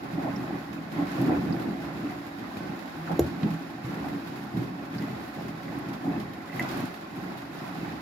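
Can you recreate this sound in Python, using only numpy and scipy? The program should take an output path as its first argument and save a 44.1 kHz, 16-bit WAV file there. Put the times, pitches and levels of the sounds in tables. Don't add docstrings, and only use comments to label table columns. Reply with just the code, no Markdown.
import sys
import numpy as np
from scipy import signal
from scipy.fft import rfft, irfft
from scipy.io import wavfile

SR = 44100
rng = np.random.default_rng(int(sys.argv[2]) if len(sys.argv) > 2 else 0)


def log_audio(samples):
    frames = np.atleast_2d(samples).T
    limited = np.clip(frames, -1, 1)
    pcm = np.round(limited * 32767).astype(np.int16)
    wavfile.write(sys.argv[1], SR, pcm)


N = 353593
HZ = np.fft.rfftfreq(N, 1 / SR)
T = np.arange(N) / SR
RING = np.arange(SR // 3) / SR

# (frequency [Hz], relative level [dB], t60 [s])
STEEL_MODES = [(1956, -5.5, 0.058), (2031.8, -5, 0.055), (2127, -10, 0.025), (2600, -13, 0.025)]
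# (frequency [Hz], relative level [dB])
SPRAY_SPECTRUM = [(1260, 8.5), (2560, 3), (3760, 1.5), (5260, -1), (6160, -7), (7260, -6.5), (7760, -12),
                  (8400, -13), (8900, -10), (9860, -10.5), (11660, -6), (13460, -7.5), (14660, -11.5),
                  (15700, -16)]
# (rise [s], sag [dB/s], drain time constant [s], steady churn [dB])
SPLASH_ENVELOPE = (0.21, 21, 0.07, -45.5)


def amp(db):
    return 10 ** (np.asarray(db) / 20)


def unit(x):
    return x / np.sqrt(np.mean(x ** 2) + 1e-20)


def read(points):
    hz, value = np.transpose(points)
    return np.interp(np.log(HZ + 1), np.log(hz), value)


def colour(x, gain):
    return irfft(rfft(x) * gain, N)


def add(mix, s, sound):
    part = mix[..., round(s * SR):][..., :sound.shape[-1]]
    part += sound[..., :part.shape[-1]]


def wander(rate):
    return unit(colour(rng.standard_normal(N), np.exp(-(HZ / rate) ** 2)))


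def two_sides(x):
    # (frequency [Hz], coherence of left and right [0-1])
    coherence = [(100, .985), (250, .96), (380, .85), (500, .2), (1000, .03), (2000, 0)]
    same = np.clip(read(coherence), 0, 1)
    right = colour(x[0], same) + colour(x[1], np.sqrt(1 - same ** 2))
    return np.array([x[0], right])


def impacts(per_s, spread_db):
    size = amp(spread_db * np.minimum(rng.exponential(1, N), 4.5))
    sign = rng.choice([-1, 1], N)
    return size * sign * (rng.random(N) < per_s / SR)


def bursts(per_s, spread_db, decay, tail_db):
    dying = np.exp(-2 * RING / decay) + amp(2 * tail_db) * np.exp(-RING / 0.012)
    power = signal.oaconvolve(impacts(per_s, spread_db) ** 2, dying)[:N]
    return unit(np.sqrt(abs(power)) * rng.standard_normal((2, N)))


def echoes(x, t60):
    tail = rng.standard_normal((2, len(RING))) * amp(-60 * RING / t60)
    tail = tail / np.linalg.norm(tail[0])
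    return signal.oaconvolve(np.atleast_2d(x), tail, axes=1)[:, :N]


def ring(modes, rise):
    waves = sum(amp(db - 60 * RING / t60) * np.sin(2 * np.pi * hz * RING) for hz, db, t60 in modes)
    return waves * (1 - np.exp(-RING / rise))


def bubble(hz, cycles, glide):
    age = RING[:int(5 * SR * cycles / hz)] * hz / cycles
    turns = cycles * age * (1 + glide * age / 2) + rng.random((2, 1))
    return (np.exp(-age) - np.exp(-age * cycles)) * np.sin(2 * np.pi * turns)


def bubbles(count, low_hz=450, high_hz=3400, cycles=8, glide=0.039, spread_db=0.5):
    out = np.zeros((2, N))
    for when, pitch, size in rng.random((count, 3)):
        hz = low_hz * (high_hz / low_hz) ** pitch
        strength = hz * amp(-spread_db * np.log(size + 0.0205))
        add(out, when * N / SR, strength * bubble(hz, cycles, glide))
    return unit(out)


def sloshing(shape, axis, lead=0):
    # (start [s], length [s],
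    # heave in the tub [dB], splashing [dB], spray on the door [dB])
    sloshes = [(0.0, 0.04, -35.5, -36.5, -62), (0.1, 0.23, -32, -39, -54), (0.335, 0.23, -33.5, -39, -54.5),
               (0.68, 0.41, -39, -55.5, -67), (0.908, 0.11, -30, -33, -49.5),
               (1.07, 0.11, -33.5, -35, -46.5), (1.171, 0.21, -24, -34, -50), (1.418, 0.29, -29, -40, -52),
               (1.77, 0.12, -34.5, -38.5, -53), (1.938, 0.19, -34.5, -43, -51),
               (2.358, 0.1, -36.5, -39.5, -55), (2.525, 0.23, -35, -43, -52),
               (2.916, 0.12, -39, -44, -53.5), (3.053, 0.091, -32.5, -35.5, -53),
               (3.19, 0.07, -31.5, -42, -51), (3.29, 0.06, -34.5, -39, -55),
               (3.398, 0.086, -33, -38.5, -50.5), (3.59, 0.047, -39.5, -55, -58),
               (3.828, 0.34, -34, -40, -51.5), (4.216, 0.222, -39, -58.5, -54.5),
               (4.524, 0.09, -27, -44, -54.5), (4.766, 0.07, -37, -44, -57.5),
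               (4.918, 0.28, -33.5, -42, -51.5), (5.337, 0.14, -34, -45, -52.5),
               (5.633, 0.3, -33.5, -41, -53.5), (6.028, 0.15, -29.5, -39, -55.5),
               (6.524, 0.13, -31, -32.5, -47), (6.678, 0.13, -31.5, -35, -44.5),
               (7.137, 0.21, -35.5, -44.5, -53.5), (7.527, 0.17, -39.5, -40.5, -49.5),
               (7.74, 0.19, -33.5, -40.5, -50.5)]
    rise, sag_db_per_s, drain, churn_db = shape
    power = np.full(N, amp(churn_db) ** 2)
    for start, length, *levels_db in sloshes:
        age = np.arange(0, length + 6 * drain, 1 / SR)
        build = np.sin(np.pi / 2 * np.minimum(age / rise, 1))
        fall = amp(-sag_db_per_s * age) * np.exp(-np.maximum(age - lead - length, 0) / drain)
        add(power, max(start - lead, 0), (amp(levels_db[axis]) * build * fall) ** 2)
    return 10 * np.log10(power)


def tub():
    # (frequency [Hz], width [Hz], peak gain [dB])
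    resonances = [(80, 5.4, -16.5), (133.4, 5.9, -2), (165.4, 6.3, 1.5), (183.3, 8.8, 1.5),
                  (211.5, 10, 1.5), (249.5, 26.9, -1), (279.3, 17.7, 2), (320.8, 10, -1.5)]
    return sum(amp(db) * width * HZ / (width * HZ + 1j * (HZ ** 2 - hz ** 2))
               for hz, width, db in resonances)


def cavity():
    # (frequency [Hz], full width at half the lift [Hz], lift [dB])
    lifts = [(570, 55, 2.5), (670, 37, 3.5), (737, 31, 9), (811.6, 31, 7), (840, 9.3, 6), (1075.5, 73, 4),
             (1374, 56, 3.5), (1513, 33, 5.5), (1824, 630, 4), (2550, 210, 4), (3835, 75, 4.5),
             (6940, 75, 7.5)]
    return amp(sum(db / (1 + (2 * (HZ - hz) / width) ** 2) for hz, width, db in lifts))


def heave(level_db=-1.5, lumpy_db=0.5):
    # (rise [s], sag [dB/s], drain time constant [s], steady churn [dB])
    envelope = (0.0517, 2.5, 0.09, -40.5)
    shoves = np.array([unit(impacts(per_s=700, spread_db=-0.5)) for side in range(2)])
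    boom = unit(colour(two_sides(shoves), tub() / (1 + (HZ / 520) ** 4)))
    return boom * amp(sloshing(envelope, axis=0) + level_db + lumpy_db * wander(rate=11.0))


def splash(level_db=1, bubbles_db=-11.0, patchy_db=0.47):
    # (frequency [Hz], relative level [dB])
    spectrum = [(218, -19), (405, -66), (525, -2), (820, -2.5), (1035, -3.5), (1535, -9), (2065, -11.5),
                (2375, -15.5), (2965, -26.5), (4565, -21.5), (9155, -60.5)]
    breaking = bursts(per_s=1500, spread_db=1.3, decay=0.00083, tail_db=-13.0)
    breaking = breaking * amp(patchy_db * wander(rate=26.0))
    water = breaking + amp(bubbles_db) * bubbles(count=4000)
    coloured = unit(colour(two_sides(water), amp(read(spectrum)) * cavity()))
    return coloured * amp(sloshing(SPLASH_ENVELOPE, axis=1) + level_db)


def tinkle(level_db=-16, per_s=14, spread_db=2):
    pings = 0
    for hz, _, t60 in STEEL_MODES:
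        note = ring([(hz, 0, t60)], rise=0.001)
        pings = pings + signal.oaconvolve(impacts(per_s, spread_db), note)[:N]
    return unit(echoes(pings, t60=0.0072)) * amp(sloshing(SPLASH_ENVELOPE, axis=1) + level_db)


def spray(level_db=5.5, patter_db=-3.5, dull_db=-3, patter_slope=-0.5, calm_db=-54, flutter_db=0.5,
          brighten=0.27, sizzle_hz=8000, drift_db=0.8):
    # (rise [s], sag [dB/s], drain time constant [s], steady churn [dB])
    envelope = (0.08, 5, 0.16, -54)
    wet_db = sloshing(envelope, axis=2, lead=0.026) + flutter_db * wander(rate=17.0)
    patter = bursts(per_s=270, spread_db=5.5, decay=0.001, tail_db=-4)
    dull = amp(dull_db * np.clip((HZ - 5000) / 4000, 0, 1))
    fizz = colour(rng.standard_normal((2, N)), dull)
    thrown = amp(patter_db + patter_slope * (wet_db - calm_db))
    hiss = unit(colour(fizz + thrown * patter, amp(read(SPRAY_SPECTRUM)) * cavity()))
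    coarse = colour(hiss, 1 / (1 + (HZ / sizzle_hz) ** 8))
    sizzle = (hiss - coarse) * amp(brighten * (wet_db - calm_db) + drift_db * wander(rate=8.2))
    return (coarse + sizzle) * amp(wet_db + level_db)


def flops(level_db=-5.0, boom_db=1, side_db=-16):
    # (time [s], relative level [dB], pitch of the push [Hz], its time to peak [s])
    landings = [(0.129, -22, 175, 0.0064), (0.176, -21, 274.5, 0.0076), (0.225, -24.5, 191, 0.0045),
                (0.244, -22.5, 275, 0.0074), (0.525, -22, 280.7, 0.0047), (0.983, -16.5, 284, .005),
                (1.021, -17.5, 277.3, 0.0035), (1.189, -18, 120, .005), (1.222, -21.5, 179, 0.0043),
                (1.238, -17, 268, 0.0052), (1.257, -17.5, 193, 0.0048), (1.276, -16, 280, 0.0062),
                (1.314, -14, 299, 0.0056), (1.369, -21, 291, 0.0033), (1.415, -19, 213.6, .005),
                (1.465, -20, 286, 0.0039), (1.487, -19, 167, 0.0092), (1.544, -28, 254, .005),
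                (1.681, -20, 196, 0.0044), (2.043, -20.5, 286.5, 0.0094), (2.69, -23, 180, .006),
                (3.103, -21, 188, .005), (3.126, -18.5, 166, 0.0033), (3.219, -19.5, 110.5, 0.0035),
                (3.261, -26, 130, 0.0067), (3.373, -27, 192, 0.0021), (3.43, -12.5, 164, 0.0032),
                (3.443, -15.5, 245, .005), (3.456, -12, 196, 0.003), (3.461, -19.5, 314, 0.0029),
                (3.496, -23, 168, 0.011), (3.527, -26, 165, 0.0091), (3.607, -30.5, 280, 0.0069),
                (3.839, -23, 129, 0.0096), (4.055, -27.5, 286, 0.0056), (4.544, -19.5, 164, 0.0033),
                (4.57, -16, 202, 0.0049), (4.584, -20, 125, 0.0088), (4.613, -32, 177, .005),
                (4.96, -27, 127, 0.0068), (5.031, -24.5, 267, 0.0053), (6.051, -23.5, 260, 0.0064),
                (6.074, -17.5, 284, 0.0062), (6.169, -21, 214, 0.0062), (6.832, -20, 262, 0.0039)]
    push = np.zeros(N)
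    for s, db, hz, length in landings:
        swell = RING / length * np.exp(1 - RING / length)
        add(push, s, amp(db) * swell * np.sin(2 * np.pi * hz * RING))
    thud = .5 * push + amp(boom_db) * colour(push, tub())
    return amp(level_db) * (thud + amp(side_db) * echoes(thud, t60=0.41))


def gurgle(width_octaves=0.53, froth_db=-3.3, notes_db=-6, scatter_octaves=0.344, cycles=7, glide=0.036):
    # (time [s], relative level [dB], half length [s], centre of the gulp [Hz])
    pockets = [(0.2, -38, 0.02, 630), (0.271, -30.5, 0.018, 670), (1.009, -35, 0.032, 692),
               (1.207, -37, 0.034, 615), (1.32, -27.5, 0.0226, 713), (1.302, -38, 0.04, 426),
               (1.575, -39, 0.17, 665), (3.08, -35.5, 0.0085, 1350), (3.109, -33.5, 0.011, 520),
               (3.112, -32, 0.015, 830), (3.204, -28.5, 0.0106, 542), (3.248, -38, 0.025, 474),
               (3.457, -34, 0.01, 398), (4.055, -36, 0.025, 786), (5.402, -39, 0.0134, 680),
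               (6.098, -35.5, 0.049, 680)]
    gulps = two_sides(bursts(per_s=1700, spread_db=2.0, decay=0.0046, tail_db=-16))
    drum, out = cavity(), np.zeros((2, N))
    for s, db, length, hz in pockets:
        band = np.exp(-(np.log2((HZ + 1) / hz) / width_octaves) ** 2)
        froth = unit(colour(gulps, drum * band))
        out += froth * amp(db + froth_db) * np.exp(-((T - s) / length) ** 2 / 2)
        for when, pitch in rng.uniform(-1.1, 1, size=(6, 2)):
            note = bubble(hz * 2 ** (scatter_octaves * pitch), cycles, glide)
            add(out, s + when * length, amp(db + notes_db) * note)
    return out


def drops(note_db=-6, splat_db=-2, decay=0.0069):
    # (time [s], relative level [dB], pitch [Hz], width [octaves]: narrow plinks, wide splats)
    landings = [(0.3607, -38, 5480, .15), (1.058, -55, 6900, 1.4), (1.117, -41, 6440, 1.5),
                (1.215, -32, 11600, 1.3), (1.525, -40.5, 4830, 0.29), (3.431, -37, 2490, 1.6),
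                (4.9397, -46.5, 3600, 1.3), (4.9827, -39, 4900, 0.27), (5.02, -46, 3130, 1.4),
                (5.787, -39, 10300, .7), (6.561, -39, 12500, 1.2), (6.6245, -34, 5360, 2.7),
                (6.6886, -38, 4900, 1.4), (6.713, -37, 7050, 1.5), (6.772, -35, 11200, 1.4),
                (6.804, -35, 10960, 1.4), (6.854, -44, 9100, 1.4), (7.5894, -46, 5120, 1.0)]
    notes, splats = np.zeros((2, 2, N))
    for s, db, hz, octaves in landings:
        dying = amp(db) * np.exp(-RING / decay)
        wide = 2 ** (abs(octaves) / 2)
        band = signal.butter(2, [hz / wide, min(hz * wide, .45 * SR)], "band", fs=SR)
        noise = unit(signal.lfilter(*band, rng.standard_normal((2, len(RING)))))
        add(notes, s, dying * np.sin(2 * np.pi * (hz * RING + rng.random((2, 1)))))
        add(splats, s, dying * noise)
    return colour(amp(note_db) * notes + amp(splat_db) * splats, amp(read(SPRAY_SPECTRUM)))


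def knocks(door_echo_db=-17, bright_echo_db=-8.5, crack_db=-9, crack_decay=0.0015, crack_hz=12300,
           crack_width_hz=1700, wide=0.83, snap_hz=8500):
    # (time [s], into the door [dB], into the steel drum [dB], glassy tick [dB])
    blows = [(3.193, -7.5, -56, -23), (5.022, -60, -31.5, -42), (5.681, -63, -33, -68),
             (6.497, -58.5, -33, -53), (6.528, -54, -30, -63), (6.5947, -48, -14, -33.5)]
    # (frequency [Hz], relative level [dB], t60 [s])
    door_modes = [(80, -17, 0.29), (147, -16, 0.13), (347, -7, 0.121), (408, 4, 0.024), (480, -1, 0.02),
                  (620, -14, 0.059), (720, -24, 0.083), (1090, -24.5, 0.039), (1580, -31, 0.064)]
    # (frequency [Hz], relative level [dB], t60 [s])
    glass_modes = [(5760, -12, 0.0164), (6200, -13, 0.027), (6970, -8, 0.0315), (11000, -21, 0.0202),
                   (11350, -2.5, 0.0205), (12220, -5, 0.0195), (12250, -15, 0.018), (13020, -6, 0.029),
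                   (13800, -12.5, 0.0163)]
    low, bright = np.zeros(N), np.zeros(N)
    crack_spectrum = (wide * np.exp(-(HZ / snap_hz) ** 2)
                      + np.exp(-((HZ - crack_hz) / crack_width_hz) ** 2))
    for s, door_db, steel_db, glass_db in blows:
        contact = unit(colour(rng.standard_normal(N), crack_spectrum)[:len(RING)])
        crack = amp(crack_db) * contact * RING / crack_decay * np.exp(1 - RING / crack_decay)
        clink = amp(steel_db) * ring(STEEL_MODES, rise=0.002)
        tick = amp(glass_db) * (ring(glass_modes, rise=0.0017) + crack)
        add(low, s, amp(door_db) * ring(door_modes, rise=0.0015))
        add(bright, s, clink + tick)
    door = low + amp(door_echo_db) * echoes(low, t60=0.37)
    return door + bright + amp(bright_echo_db) * echoes(bright, t60=0.21)


def scene():
    # (frequency [Hz], level difference [dB])
    tilt = [(72, 0.5), (132, -2), (206, -2.5), (246, 6), (282, -3), (405, 3), (625, -3), (1620, -1),
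            (2420, -3.5), (3250, -3), (4250, -9.5), (5350, -8), (7650, -4.5), (9050, -7.5), (11850, -20),
            (14050, -13), (14850, -5)]
    wash = heave() + splash() + tinkle() + spray() + flops() + gurgle() + drops() + knocks()
    left = amp(read(tilt))
    sides = np.array([left, np.ones_like(left)])
    return colour(wash, sides * np.sqrt(2 / (1 + left ** 2)))


def record(dry, low_hz=55, edge_hz=15950):
    high_pass = signal.butter(7, low_hz, "high", fs=SR, output="sos")
    thin = signal.sosfilt(high_pass, dry)
    low_pass = signal.firwin(511, edge_hz, window=("kaiser", 9), fs=SR)
    return signal.oaconvolve(thin, low_pass[None], "same")


dry = scene()
out = record(dry)
log_audio(out)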